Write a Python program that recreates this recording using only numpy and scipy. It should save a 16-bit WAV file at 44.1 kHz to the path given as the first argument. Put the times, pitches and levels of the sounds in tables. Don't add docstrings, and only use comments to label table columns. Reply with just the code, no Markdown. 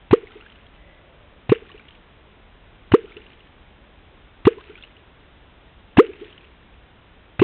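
import sys
import numpy as np
from scipy import signal
from scipy.fft import rfft, irfft
from scipy.io import wavfile

SR = 44100
rng = np.random.default_rng(int(sys.argv[2]) if len(sys.argv) > 2 else 0)


def transcribe(u):
    v = np.clip(np.atleast_2d(u).T, -1, 1)
    q = np.round(v * 32767).astype(np.int16)
    wavfile.write(sys.argv[1], SR, q)


N = 327663
TIME = np.arange(N) / SR

# entry t/s, pocket closure t/s, relative pocket volume, top of the plop f/Hz,
# slap reference level/dB, spray reference level/dB
STROKES = [ (0.1108, 0.13, 0.97, 504, -17.5, -52.5), (1.4943, 1.52, 0.65, 481, -17, -53.5),
           (2.919, 2.9385, 1.09, 508, -18, -51.5), (4.4529, 4.4702, 0.98, 491, -17, -50),
           (5.971, 5.9832, 1.95, 571.3, -13, -50), (7.3950, 7.418, 0.71, 429, -14, -46)]
# f/Hz, relative level/dB
SPRAY_SPECTRUM = [(400, -19.5), (1000, -9.5), (1600, 0), (2300, 1.5), (2900, 0.5), (3500, -9),
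                  (4200, -16.5)]


def plops(ring_db=3, push_db=-17, pinch_s=0.0018, growth_s=0.0067, seal_s=0.001, release_s=0.0024):
    out = np.zeros(N)
    for entry, shut, volume, top_hz, _, _ in STROKES:
        open_hz, shut_hz = 93 / np.sqrt(volume), 249.2 / np.cbrt(volume)
        glide_s, swell_s, decay_s = 0.0073 * volume ** 1.5, 0.0056 * volume, 0.0047 * np.sqrt(volume)
        age = TIME[:SR // 8] + entry - .004 - shut
        before, after = np.minimum(age, 0), np.maximum(age, 0)
        pinching_hz = open_hz + (shut_hz - open_hz) * np.exp(before / pinch_s)
        shrinking_hz = top_hz - (top_hz - shut_hz) * np.exp(-after / glide_s)
        turns = np.cumsum(np.where(age < 0, pinching_hz, shrinking_hz)) / SR
        turns -= np.interp(0, age, turns)
        seal = np.exp(before / seal_s)
        ring = 2 * seal / (np.exp((swell_s - age) / growth_s) + np.exp((age - swell_s) / decay_s))
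        push = np.clip((age + shut - entry) / .003 + 1, 0, 1) * np.exp(-after / release_s)
        envelope = from_db(ring_db) * volume * ring + from_db(push_db) * push
        add(out, shut + age[0], -np.sin(2 * np.pi * turns) * envelope)
    return out


def slaps(tear_db=-5, wash_db=-25, bubble_db=-5.5, bubble_hz=2650, fade_db=2, spatter_db=4):
    # f/Hz, relative level/dB
    slap_spectrum = [(150, -6.5), (400, -1.5), (800, 2.5), (1400, -1.5), (2000, 1), (2700, -8.5),
                     (3400, -9.5), (4200, -11)]
    smack, wash, rings = np.zeros((3, N))
    for entry, shut, *_, slap_db, _ in STROKES:
        smack += from_db(slap_db) * burst(entry + .0015, rise=.004, decay=0.008) ** 2
        wash += from_db(slap_db + tear_db) * burst(shut, rise=0.0037, decay=0.0058)
        wash += from_db(slap_db + wash_db) * burst(shut + 0.011, rise=0.0089, decay=0.051)
        for k, start in enumerate(np.linspace(entry + 0.0015, shut, 4, endpoint=False)):
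            hz = bubble_hz * np.exp(.08 * rng.standard_normal())
            ring = bubble(hz, cycles=9, rise=.03, tick=.15)
            add(rings, start, from_db(slap_db + bubble_db - fade_db * k) * ring)
    clumps = from_db(spatter_db * np.clip(noise([(300, 0), (600, -60)]), -2, 2))
    return smack * noise(slap_spectrum) + wash * clumps * noise(SPRAY_SPECTRUM) + rings


def spray(flight_s=.27, spread=0.39, mist_db=-9, grain_db=-2, size_db=5.0, centre_hz=2650, count=170):
    patter, mist = np.zeros((2, N))
    for entry, *_, spray_db in STROKES:
        age = np.maximum(TIME - entry, 1e-3)
        mist += from_db(spray_db + mist_db) * np.exp(-.5 * (np.log(age / flight_s) / spread) ** 2)
        for late, size, pitch in rng.standard_normal((count, 3)):
            drop = bubble(centre_hz * np.exp(.2 * pitch), cycles=4.5, rise=0.053, tick=0.35)
            gain = from_db(spray_db + grain_db + size_db * min(size, 2))
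            add(patter, entry + flight_s * np.exp(spread * late), gain * drop)
    return patter + mist * noise(SPRAY_SPECTRUM)


def large_drops(gain_db=-1.5):
    # t/s, relative level/dB, bubble f/Hz
    landings = [(0.2708, -35.5, 2150), (0.4095, -35.5, 2710), (0.4624, -36, 1606), (1.5496, -30, 2800),
                (1.7165, -33.5, 2820), (1.778, -36.5, 2740), (1.7958, -37.5, 2270), (1.8857, -37, 3220),
                (3.12, -36, 2220), (3.168, -28.5, 2760), (3.265, -38.5, 2800), (4.584, -36.5, 1010),
                (4.7546, -33, 2330), (4.776, -37, 2740), (4.8252, -33, 3430), (4.8367, -27.5, 2760),
                (4.9671, -39.5, 2820), (6.0655, -34, 2850), (6.134, -35, 2540), (6.3267, -36, 2970),
                (6.3786, -35.5, 2980)]
    out = np.zeros(N)
    for start, level_db, hz in landings:
        add(out, start, from_db(level_db + gain_db) * bubble(hz, cycles=9.8, rise=0.042, tick=0.29))
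    return out


def stray_bubbles(scatter_db=1.5, pitch_spread=.13, count=4):
    # mean delay t/s, spread t/s, median f/Hz, mean level/dB
    groups = [(.22, .06, 1443, -44), (.44, .06, 2840, -43)]
    out = np.zeros(N)
    for entry, *_ in STROKES:
        for delay, spread, hz, level_db in groups:
            for late, size, pitch in rng.standard_normal((count, 3)):
                drop = bubble(hz * np.exp(pitch_spread * pitch), cycles=8, rise=0.034, tick=.5)
                add(out, entry + delay + spread * late, from_db(level_db + scatter_db * size) * drop)
    return out


def bubble(hz, cycles, rise, tick, tick_s=0.0033, onset_s=0.00021):
    age = TIME[:SR // 25]
    life = age * hz / cycles
    ring = np.sin(2 * np.pi * hz * age * (1 + rise * (np.minimum(life, 2) - 1))) * np.exp(-life)
    tick_band = signal.butter(2, [1400, 4200], "band", fs=SR, output="sos")
    spit = signal.sosfilt(tick_band, rng.standard_normal(len(age)))
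    impact = tick * spit / np.std(spit) * np.exp(-age / tick_s)
    return (ring + impact) * (1 - np.exp(-age / onset_s))


def shore_echoes(water, near_db=-39, near_s=0.023, far_db=-42.0, far_s=0.18, smear_s=0.032):
    # delay t/s, level/dB before filtering, relative amplitude of the smeared part
    echoes = [(.034, -33.5, .05), (0.0448, -34.5, .15), (0.0995, -35.5, 0.06), (0.2247, -40.5, 0.88)]
    # f/Hz, relative level/dB
    scatter_spectrum = [(60, -29), (200, -12), (400, -1), (800, -2), (2000, 0), (4000, -5)]
    banks, roughness = np.zeros(N), rng.standard_normal(N)
    for delay, level_db, smear in echoes:
        add(banks, delay, from_db([level_db]))
        diffuse = roughness * burst(delay, 0.0074, smear_s) / np.sqrt(smear_s * SR / 2)
        banks += from_db(level_db) * smear * diffuse
    banks = signal.sosfilt(signal.butter(2, [330, 1500], "band", fs=SR, output="sos"), banks[:SR])
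    tail = sum(from_db(level_db) * burst(0.028, 0.0069, decay) / np.sqrt(decay * SR / 2)
               for level_db, decay in [(near_db, near_s), (far_db, far_s)])
    impulse_response = banks + (tail * noise(scatter_spectrum))[:SR]
    return signal.fftconvolve(water, impulse_response)[:N]


def air(level_db=-46.5):
    # f/Hz, relative level/dB
    air_spectrum = [(20, 5.5), (40, 3.5), (75, -3), (118, -10), (230, -13), (450, -15.5), (820, -18.5),
                    (3500, -24), (3850, -26.5), (4300, -37.5), (4900, -76)]
    return from_db(level_db) * noise(air_spectrum)


def far_tones():
    # middle t/s, duration t/s, centre f/Hz, half-width f/Hz, level/dB
    tones = [(.91, 0.37, 1980, 130, -59.5), (1.075, 0.82, 595, 110, -59)]
    out = np.zeros(N)
    for middle, length, hz, width, level_db in tones:
        swell = np.cos(np.pi * np.clip((TIME - middle) / length, -.5, .5))
        band = [(hz / 2, -60), (hz - width, -10), (hz, 0), (hz + width, -10), (2 * hz, -60)]
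        out += from_db(level_db) * swell * noise(band)
    return out


def noise(spectrum):
    hz, level_db = np.transpose(spectrum)
    colour = np.interp(np.log(np.fft.rfftfreq(N, 1 / SR) + 1), np.log(hz), level_db)
    x = irfft(rfft(rng.standard_normal(N)) * from_db(colour), N)
    return x / np.std(x)


def burst(peak_s, rise, decay):
    age = TIME - peak_s
    return np.clip(1 + age / rise, 0, 1) * np.exp(-np.clip(age / decay, 0, 20))


def add(out, start, sound):
    at = int(np.clip(start * SR, 0, N))
    out[at:at + len(sound)] += sound[:N - at]


def from_db(db):
    return 10 ** (np.asarray(db) / 20)


def scene():
    water = plops() + slaps() + spray() + large_drops() + stray_bubbles()
    return (water + shore_echoes(water) + air() + far_tones())[None]


def record(dry, low_cut_hz=45, band_edge_hz=3966, ceiling=0.68, high_cut_hz=15700):
    thinned = signal.sosfilt(signal.butter(2, low_cut_hz, "high", fs=SR, output="sos"), dry)
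    clipped = np.clip(thinned, -ceiling, ceiling)
    low_pass = signal.firwin(121, band_edge_hz, window=("kaiser", 7), fs=SR)
    narrow = signal.fftconvolve(clipped, low_pass[None], "same")
    crackling = np.clip(narrow, -ceiling, ceiling)
    return signal.sosfilt(signal.cheby2(12, 70, high_cut_hz, fs=SR, output="sos"), crackling)


dry = scene()
out = record(dry)
transcribe(out)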